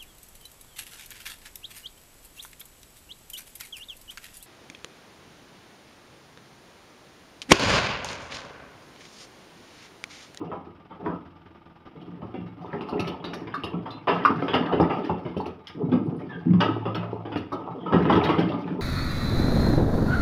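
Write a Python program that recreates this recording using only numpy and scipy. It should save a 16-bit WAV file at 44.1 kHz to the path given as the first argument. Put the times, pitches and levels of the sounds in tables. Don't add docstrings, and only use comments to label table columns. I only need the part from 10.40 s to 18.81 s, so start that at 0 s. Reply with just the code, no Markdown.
import sys
import numpy as np
from scipy import signal
from scipy.fft import rfft, irfft
from scipy.io import wavfile
from scipy.ndimage import uniform_filter1d

SR = 44100
rng = np.random.default_rng(int(sys.argv[2]) if len(sys.argv) > 2 else 0)


def persist_wave(psi):
    counts = np.round(np.clip(psi, -1, 1) * 32767).astype(np.int16)
    wavfile.write(sys.argv[1], SR, np.atleast_2d(counts).T)


N = 370881
TIME = np.arange(N) / SR
AGE = TIME[:20000]

# f/Hz, level/dB, t60/s
BED_MODES = [(89.8, -6, 0.6), (112.7, -11, 0.9), (175, 5, 0.32), (197.6, -4, 0.39), (219, -18, 0.21),
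             (250.1, 6, 0.14), (279.5, -13, 0.84), (318.2, 5.5, 0.15), (379.5, -4.5, 0.24), (415, 6, 0.085),
             (740, -19, 0.19), (990, -20.5, 0.076), (970, -24, 0.19), (1264, -16.5, 0.41),
             (2740, -25.5, 0.29)]
# f/Hz, level/dB
TICK_SPECTRUM = [(1500, -25.5), (3500, 3.5), (5200, 5.5), (6400, -14), (8000, -27), (9800, -12.5),
                 (12000, -22.5), (15000, -17.5)]


def blows(thud, knock, crack, thud_db=0, knock_db=-8, crack_db=1, own_ring_db=2, own_q=22):
    # t/s, knock/dB, thud/dB, crack/dB, echo/dB
    landings = [(0.116, -25.5, -36.5, -51, 0), (0.263, -48, -44.5, -69, 3), (0.508, -34.5, -44.5, -58, 1),
                (0.654, -23, -33.5, -51.5, 5), (0.69, -29.5, -33, -61, 0.5), (0.736, -34.5, -41, -63, -11),
                (1.818, -35, -38, -59, 2), (1.941, -35, -33, -50.5, -1), (2.326, -29.5, -30, -51.5, 6),
                (2.409, -34, -34, -52, -5), (2.525, -26, -28, -70, -6), (2.596, -29, -29.5, -50, -2),
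                (2.668, -37, -32, -43, 18), (2.841, -31.5, -34, -43.5, -5), (2.934, -33, -50, -40, -16),
                (3.072, -41, -40, -46.5, -8), (3.236, -26.5, -30.5, -52, -3), (3.332, -32, -32.5, -69, 4),
                (3.456, -27, -46.5, -48.5, 7), (3.672, -13, -41, -32.5, 7), (3.684, -15.5, -22, -30, -2.5),
                (3.85, -28, -37, -30.5, -12), (3.903, -21.5, -24, -46, -13),
                (4.023, -22.5, -24.5, -41, -9.5), (4.082, -26.5, -44, -34.5, -9),
                (4.135, -14.5, -20.5, -29.5, 0), (4.26, -33, -34, -41.5, -20),
                (4.322, -21, -19.5, -36.5, 10), (4.399, -18, -17, -40, -10), (4.428, -21, -34, -41, -6),
                (4.498, -18.5, -29, -37.5, 0), (4.585, -33, -28, -53, -10), (4.641, -44, -36, -44.5, 2),
                (4.698, -25.5, -24, -45.5, -8), (4.849, -37, -29.5, -48.5, 17),
                (4.966, -37, -26.5, -53.5, -8), (5.06, -32.5, -32.5, -52, -3), (5.27, -62, -68, -50.5, 1),
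                (5.519, -28.5, -22, -42.5, 7), (6.135, -34, -32, -48, -11), (6.204, -14.5, -49, -25.5, 2.5),
                (6.454, -23, -26, -43, -1), (6.548, -27.5, -30, -38, -3.5),
                (6.631, -27.5, -51, -47.5, -7.5), (6.729, -39, -29, -73, -13.5),
                (6.853, -33.5, -33.5, -49.5, -3), (6.918, -32, -35.5, -43, 3),
                (6.958, -28.5, -24, -38.5, -8.5), (7.119, -23.5, -28.5, -47.5, 0.5),
                (7.276, -26.5, -41.5, -73, -13), (7.459, -24, -29.5, -47, 5.5), (7.524, -22, -22, -34, -4),
                (7.534, -16, -17.5, -34.5, -6.5), (7.556, -24.5, -25.5, -46.5, -2),
                (7.604, -28.5, -25, -51, -17), (7.654, -27.5, -22, -37, -9),
                (7.697, -14.5, -22.5, -30.5, -7), (7.723, -25, -20.5, -34, -3),
                (7.754, -21, -17, -36, -3.5), (7.838, -21.5, -27, -33.5, 2), (7.89, -20, -19, -32, -2),
                (7.983, -23, -18.5, -35, -3.5), (8.135, -28, -27.5, -48.5, 6), (8.277, -55, -46, -46, -6)]
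    out = np.zeros(N)
    for s, knock_level, thud_level, crack_level, echo_db in landings:
        hit = through(crumble(rate=1800, crush_s=0.0084, chatter_db=-4.5), yard(echo_db))
        pitches = np.geomspace(750, 5400, num=11) * 2 ** rng.uniform(-.13, .13, size=11)
        hit = hit + undb(own_ring_db) * sum(stone(hit, hz, own_q) for hz in pitches)
        levels = thud_level + thud_db, knock_level + knock_db, crack_level + crack_db
        for body, db in zip((thud, knock, crack), levels):
            add(out, s, undb(db) * strike(through(hit, body)))
    return out


def slipping(rise_s=0.075, settle_t60=0.75, sag_db_per_s=5.5):
    # t/s, length/s, rumble/dB, grind/dB, grit/dB
    slips = [(-0.05, 0.026, -25, -36.5, -52.5), (0.582, 0.048, -34, -40, -57.5),
             (1.506, 0.57, -42, -54, -65), (2.157, 0.25, -40.5, -42.5, -54.5), (2.447, 0.29, -35, -39, -49),
             (2.843, 0.74, -37.5, -45, -53.5), (3.658, 1, -28.5, -36, -43.5), (4.172, 0.4, -33, -31, -52),
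             (4.708, 0.3, -39, -45, -57), (5.34, 0.41, -26, -43, -79), (5.741, 0.76, -38.5, -47.5, -57),
             (6.182, 0.071, -21.5, -27.5, -62), (6.41, 0.54, -43, -43, -63), (7.13, 0.6, -34.5, -41.5, -61),
             (7.494, 0.31, -24, -37, -41.5), (7.684, 0.23, -23, -26, -39.5), (7.942, 0.17, -25, -33, -41),
             (8.233, 0.23, -28, -38, -58.5)]
    power = 0
    for s, length_s, *levels_db in slips:
        motion = swell(s, length_s, rise_s, settle_t60, sag_db_per_s)
        power = power + np.outer(undb(levels_db), motion) ** 2
    return np.sqrt(power)


def slide(thud, knock, crack, rumble, grind, grit, slide_db=-1, rubble_db=-6):
    rubble = patter(rate=280, soften_db=1)
    boulders = scrapes(105.7, 458, q=5, count=400)
    rocks = scrapes(482, 1500, q=7.3, count=500)
    pebbles = scrapes(1620, 5600, q=10, count=420)
    space, out = yard(echo_db=-11), 0
    for scraping, body, drive in (boulders, thud, rumble), (rocks, knock, grind), (pebbles, crack, grit):
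        sound = unit(through(scraping, body)) + undb(rubble_db) * unit(through(rubble, body))
        out = out + drive * unit(through(sound, space))
    return undb(slide_db) * out


def scrapes(low_hz, high_hz, q, count, scrape_t60=0.06, spread_db=13):
    out, t = np.zeros(N), AGE[:len(AGE) // 8]
    for k, (late, pitch, hardness) in enumerate(rng.random((count, 3))):
        rub = rng.standard_normal(len(t)) ** 3 * fade(t, scrape_t60)
        hz = low_hz * (high_hz / low_hz) ** pitch
        add(out, (k + late) / count * N / SR, undb(spread_db * hardness) * unit(stone(rub, hz, q)))
    return unit(out)


def patter(rate, soften_db):
    force = undb(-soften_db * np.minimum(rng.exponential(size=N), 4))
    return (rng.random(N) < rate / SR) * force * rng.choice([-1, 1], N)


def booms(focus_db_per_octave=16, contact_s=0.0039, lowest_hz=85):
    # t/s, level/dB, favoured f/Hz
    drops = [(0.655, -28, 347), (1.82, -37.5, 118), (1.975, -35, 126), (2.548, -27, 417), (2.99, -43, 117),
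             (3.331, -27.5, 254), (4.2, -24.5, 260), (4.401, -20, 410), (5.403, -34, 353),
             (5.517, -16.5, 254), (6.056, -18, 230), (6.102, -14.5, 175), (6.568, -30.5, 170),
             (6.961, -36, 335), (7.534, -18, 208), (7.714, -16, 306), (7.731, -30, 96), (7.984, -25.5, 170)]
    out = np.zeros(N)
    radiation = signal.butter(3, lowest_hz, "highpass", fs=SR, output="sos")
    onset = (1 - np.exp(-AGE / contact_s)) ** 2
    for s, db, spot_hz in drops:
        modes = np.array(BED_MODES, float)
        modes[:, 1] -= focus_db_per_octave * np.abs(np.log2(modes[:, 0] / spot_hz))
        plate = signal.sosfilt(radiation, ring(modes) * onset)
        add(out, s, undb(db) * strike(through(plate, yard(echo_db=-15))))
    return out


def clinks(t60=0.013, q=2, twin_ratio=1.06, low_ratio=0.53):
    # t/s, f/Hz, ring/dB, chatter/dB, chips/dB
    struck_stones = [(0.661, 1660, -42, -2, -85), (1.614, 3000, -57, 1, -70), (2.33, 1690, -41, -6, -74),
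                     (2.409, 2650, -46, 0, -59), (2.424, 4600, -73, -3, -71), (2.487, 2800, -51, -7, -54),
                     (2.487, 1120, -39.5, -6, -60), (2.594, 2500, -36, 16, -42.5),
                     (2.671, 2750, -42, 9, -45.5), (2.843, 3710, -42, -2, -54.5),
                     (2.936, 5430, -52, 0, -47.5), (3.14, 1230, -28.5, 0, -51),
                     (3.236, 2810, -35.5, -4, -45), (3.507, 3580, -46.5, -11, -56),
                     (3.85, 1145, -14.5, -38, -43.5), (3.856, 1213, -18.5, -14.5, -58),
                     (4.14, 2810, -29, -6, -46), (4.401, 744, -22, -23, -48.5), (4.646, 4800, -58, 2, -59),
                     (4.695, 840, -26, -13, -65), (4.969, 2850, -49, 6, -58.5), (5.001, 863, -30, -15, -56),
                     (5.058, 2600, -47, -1, -55.5), (5.271, 3040, -43.5, -6, -54),
                     (5.271, 5000, -52, -15, -62), (5.517, 3260, -51.5, 2.5, -64.5),
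                     (5.66, 9300, -77, -5, -74), (5.767, 9350, -74, -12, -75),
                     (6.204, 3050, -40, -15, -47.5), (6.208, 4860, -41.5, -8, -57),
                     (6.547, 3100, -41, -1, -47), (6.729, 750, -39, -4, -74), (6.967, 2800, -48, 6, -51.5),
                     (7.122, 1096, -37, -4, -52), (7.699, 930, -18.5, -8.5, -52),
                     (7.725, 3220, -34.5, 0, -50), (7.754, 3370, -41, 0, -51),
                     (7.839, 3790, -38.5, -5.5, -43), (7.891, 910, -23, -10, -55),
                     (7.987, 3040, -45, -8, -48.5)]
    out, tick = np.zeros(N), colour(TICK_SPECTRUM)
    for s, hz, db, chatter_db, chips_db in struck_stones:
        tone = ring([(hz, 0, t60), (hz * twin_ratio, -6, t60), (hz * low_ratio, -12, t60)])
        tone = stone(stone(tone, hz, q), hz, q)
        tone = through(tone, crumble(rate=970, crush_s=0.0053, chatter_db=chatter_db))
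        add(out, s, undb(db) * strike(through(tone, yard(echo_db=-10, far_db=-34))))
        add(out, s, undb(chips_db) * strike(through(chips(tick), yard(echo_db=-18, far_db=-27.5))))
    return out


def slabs(t60=0.14, mode_scatter=0.03):
    # t/s, f/Hz, level/dB
    struck_slabs = [(2.596, 2970, -48), (2.669, 3020, -45), (2.842, 3810, -48.5), (3.142, 3660, -48.5),
                    (3.237, 3320, -53), (3.507, 3554, -50.5), (4.14, 2820, -35)]
    # multiple of its pitch, level/dB
    slab_modes = [(0.581, -6), (0.75, -2.5), (1, 1.5), (1.22, -5.5), (1.461, -14)]
    out = np.zeros(N)
    for s, hz, db in struck_slabs:
        skews = 1 + mode_scatter * rng.standard_normal(len(slab_modes))
        modes = [(hz * ratio * (1 if ratio == 1 else skew), mode_db, t60)
                 for (ratio, mode_db), skew in zip(slab_modes, skews)]
        tone = ring(modes) * (1 - fade(AGE, 0.008))
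        tone = through(tone, crumble(rate=1200, crush_s=0.012, chatter_db=-3))
        add(out, s, undb(db) * strike(through(tone, yard(echo_db=-14))))
    return out


def gravel(grit, gravel_db=-19.5, count=150, spread_db=9):
    out, tick = np.zeros(N), colour(TICK_SPECTRUM)
    for when, hardness in rng.random((count, 2)):
        add(out, when * N / SR, undb(spread_db * hardness) * strike(chips(tick)))
    return grit * undb(gravel_db) * unit(through(out, yard(echo_db=-11.5)))


def chips(tick, q=42, body_db=-14, crunch_s=0.02, rise_s=0.003, rate=2600):
    pitches = np.geomspace(3800, 13500, num=8) * 2 ** rng.uniform(-.12, .12, size=8)
    t = AGE[:4096]
    crunch = (1 - np.exp(-t / rise_s)) * np.exp(-(t / crunch_s) ** 2)
    bursts = [crunch * (rng.random(len(t)) < rate / SR) * rng.standard_normal(len(t)) for _ in pitches]
    pings = sum(stone(burst, hz, q) for burst, hz in zip(bursts, pitches))
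    return signal.fftconvolve(pings + undb(body_db) * bursts[0], tick)


def crumble(rate, crush_s, chatter_db):
    chance, force = rng.random(len(AGE)), rng.standard_normal(len(AGE))
    contacts = (chance < rate / SR) * force * np.exp(-AGE / crush_s) * undb(chatter_db)
    contacts[0] = 1
    return contacts


def stone(x, hz, q):
    return signal.lfilter(*signal.iirpeak(min(hz, SR / 3), q, SR), x)


def bed_drone(hz=110.7, db=-29):
    drag = swell(start_s=6.08, length_s=0.93, rise_s=0.04, release_t60=0.49, sag_db_per_s=15.5)
    return undb(db) * drag * friction_tone(hz, waver=0.016, waver_hz=23, overtone_db=-20)


def squeaks(sag_hz_per_s=3000, top_hz=4000):
    # t/s, length/s, starting f/Hz, level/dB, rasp as a share of the pitch
    rubs = [(4.079, 0.015, 3450, -36, 0.074), (5.886, 0.065, 1762, -41.5, 0.037),
            (7.378, 0.07, 3360, -56, 0.038)]
    out = 0
    for s, length_s, start_hz, db, rasp in rubs:
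        rub = swell(s, length_s, rise_s=length_s / 5, release_t60=0.054)
        hz = start_hz - sag_hz_per_s * np.clip(TIME - s, 0, length_s)
        out = out + undb(db) * rub * friction_tone(hz, waver=rasp, waver_hz=513, overtone_db=-14)
    dull = signal.butter(6, top_hz, fs=SR, output="sos")
    space = yard(echo_db=-4.5)
    return through(signal.sosfilt(dull, out), space / np.linalg.norm(space))


def friction_tone(hz, waver, waver_hz, overtone_db):
    smooth = signal.butter(2, waver_hz, fs=SR, output="sos")
    wander = unit(signal.sosfilt(smooth, rng.standard_normal(N)))
    phase = 2 * np.pi * np.cumsum(hz * (1 + waver * wander)) / SR
    return unit(np.sin(phase) + undb(overtone_db) * np.sin(2 * phase))


def engine(idle_db=-51.5, rattle_db=-61.5, firing_hz=19.84, jitter_s=0.004, whirr=0.12):
    # f/Hz, level/dB
    idle_spectrum = [(25, -19.5), (40, -6.5), (52, -10.5), (92, -3.5), (140, -3.5), (330, -6), (600, -11.5),
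                     (900, -7.5), (1050, -15.5), (1300, -11.5), (1800, -20.5), (3100, -21.5), (4300, -35.5),
                     (5200, -33.5), (6300, -49.5), (8000, -66)]
    # f/Hz, level/dB, t60/s
    block_modes = [(87, -1.5, 0.32), (170, 1.5, 0.19), (260, -6, .2), (334, 4.5, 0.2), (1194, 11.5, 0.083)]
    # f/Hz, level/dB, t60/s
    fitting_modes = [(876, -1.5, 0.13), (1219, -3, 0.15), (2203, -9, 0.12), (3840, -17, 0.1)]
    cylinders_db, cylinder_colour_db = (2, -2, -0.44, -2.1), 3
    firing_scatter_db, rattle_scatter_db = 1.3, 8
    knock_t60, rise_s = 0.15, 0.01
    force, looseness, late = rng.standard_normal(size=(256, 3)).T
    firings = (TIME - 0.043) * firing_hz
    firings -= firing_hz * jitter_s * np.interp(firings, np.arange(len(late)), late)
    since_s, stroke = firings % 1 / firing_hz, np.floor(firings).astype(int)
    pulse = fade(since_s, knock_t60) * (1 - np.exp(-since_s / rise_s))
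    knocks = undb(firing_scatter_db * force)[stroke] * pulse
    idle = through(whirr * rng.standard_normal(N), resonant(idle_spectrum, block_modes, ring_db=-52.5))
    for k, db in enumerate(cylinders_db):
        modes = np.array(block_modes, float)
        modes[:, 1] += cylinder_colour_db * rng.standard_normal(len(modes))
        combustion = (stroke % len(cylinders_db) == k) * knocks * rng.standard_normal(N)
        idle += undb(db) * through(combustion, resonant(idle_spectrum, modes, ring_db=-52))
    shake = knocks * undb(rattle_scatter_db * np.minimum(looseness, 1))[stroke]
    rattle = through(shake * rng.standard_normal(N), ring(fitting_modes) * (1 - fade(AGE, 0.01)))
    return undb(idle_db) * unit(idle) + undb(rattle_db) * unit(rattle)


def yard(echo_db, near_t60=0.26, far_t60=0.64, far_db=-11):
    decay = fade(AGE, near_t60) + undb(far_db) * fade(AGE, far_t60)
    tail = rng.standard_normal(len(AGE)) * decay * (1 - fade(AGE, 0.006))
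    response = tail * undb(echo_db + 10) / np.linalg.norm(tail)
    response[0] += 1
    return response


def undb(db):
    return 10 ** (np.asarray(db) / 20)


def unit(x):
    return x / np.sqrt(np.mean(x ** 2))


def fade(t, t60):
    return np.exp(-np.log(1000) * t / t60)


def swell(start_s, length_s, rise_s, release_t60, sag_db_per_s=0):
    age = np.maximum(TIME - start_s, 0)
    held = np.minimum(age / rise_s, 1) * undb(-sag_db_per_s * age)
    return held * fade(np.maximum(age - length_s, 0), release_t60)


def strike(x):
    x = x * np.minimum(np.linspace(2, 0, num=len(x)), 1)
    return x / np.sqrt(uniform_filter1d(x ** 2, size=SR // 50, mode="constant").max())


def through(x, response):
    return signal.fftconvolve(x, response)[:len(x)]


def add(out, s, x):
    i = max(int(s * SR), 0)
    out[i:i + len(x)] += x[:max(N - i, 0)]


def colour(points, size=4096):
    hz, db = np.transpose(points)
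    f = np.maximum(np.arange(size // 2 + 1) * SR / size, 1)
    gain = undb(np.interp(np.log(f), np.log(hz), db))
    cepstrum = irfft(np.log(gain))
    cepstrum[1:size // 2] *= 2
    cepstrum[size // 2 + 1:] = 0
    return irfft(np.exp(rfft(cepstrum)))


def ring(modes):
    return sum(undb(db) * fade(AGE, t60) * np.cos(2 * np.pi * hz * AGE) for hz, db, t60 in modes)


def resonant(points, modes, ring_db):
    response = undb(ring_db) * ring(modes)
    response[0] += 1
    return through(response, colour(points))


def scene():
    # f/Hz, level/dB
    thud_spectrum = [(25, -38), (55, -19), (85, -6.5), (130, -6.5), (190, -1.5), (250, 0), (340, 0.5),
                     (450, -2.5), (620, -16.5), (1200, -69), (3000, -105)]
    # f/Hz, level/dB
    knock_spectrum = [(100, -34.5), (330, 1.5), (520, 6), (900, 11), (1100, 4.5), (1320, 9.5), (1550, -34),
                      (2200, -30), (4000, -42), (8000, -105)]
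    # f/Hz, level/dB
    crack_spectrum = [(400, -51.5), (1200, 3), (1700, 5), (2250, 1.5), (2900, 3), (3550, -3.5),
                      (4150, -18.5), (4900, -12), (5700, -30.5), (6500, -32.5), (8000, -49), (10000, -40.5),
                      (15000, -55)]
    bodies = (resonant(thud_spectrum, BED_MODES, ring_db=-66.5),
              resonant(knock_spectrum, BED_MODES, ring_db=-47.5),
              resonant(crack_spectrum, BED_MODES, ring_db=-33.5))
    rumble, grind, grit = slipping()
    rocks = blows(*bodies) + slide(*bodies, rumble, grind, grit) + gravel(grit) + clinks() + slabs()
    return (rocks + booms() + bed_drone() + squeaks() + engine())[None]


def record(dry):
    hiss_db, top_hz = -87, 15400
    hiss = undb(hiss_db) * rng.standard_normal(dry.shape)
    return signal.sosfilt(signal.ellip(8, .2, 70, top_hz, fs=SR, output="sos"), dry + hiss)


dry = scene()
out = record(dry)
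persist_wave(out)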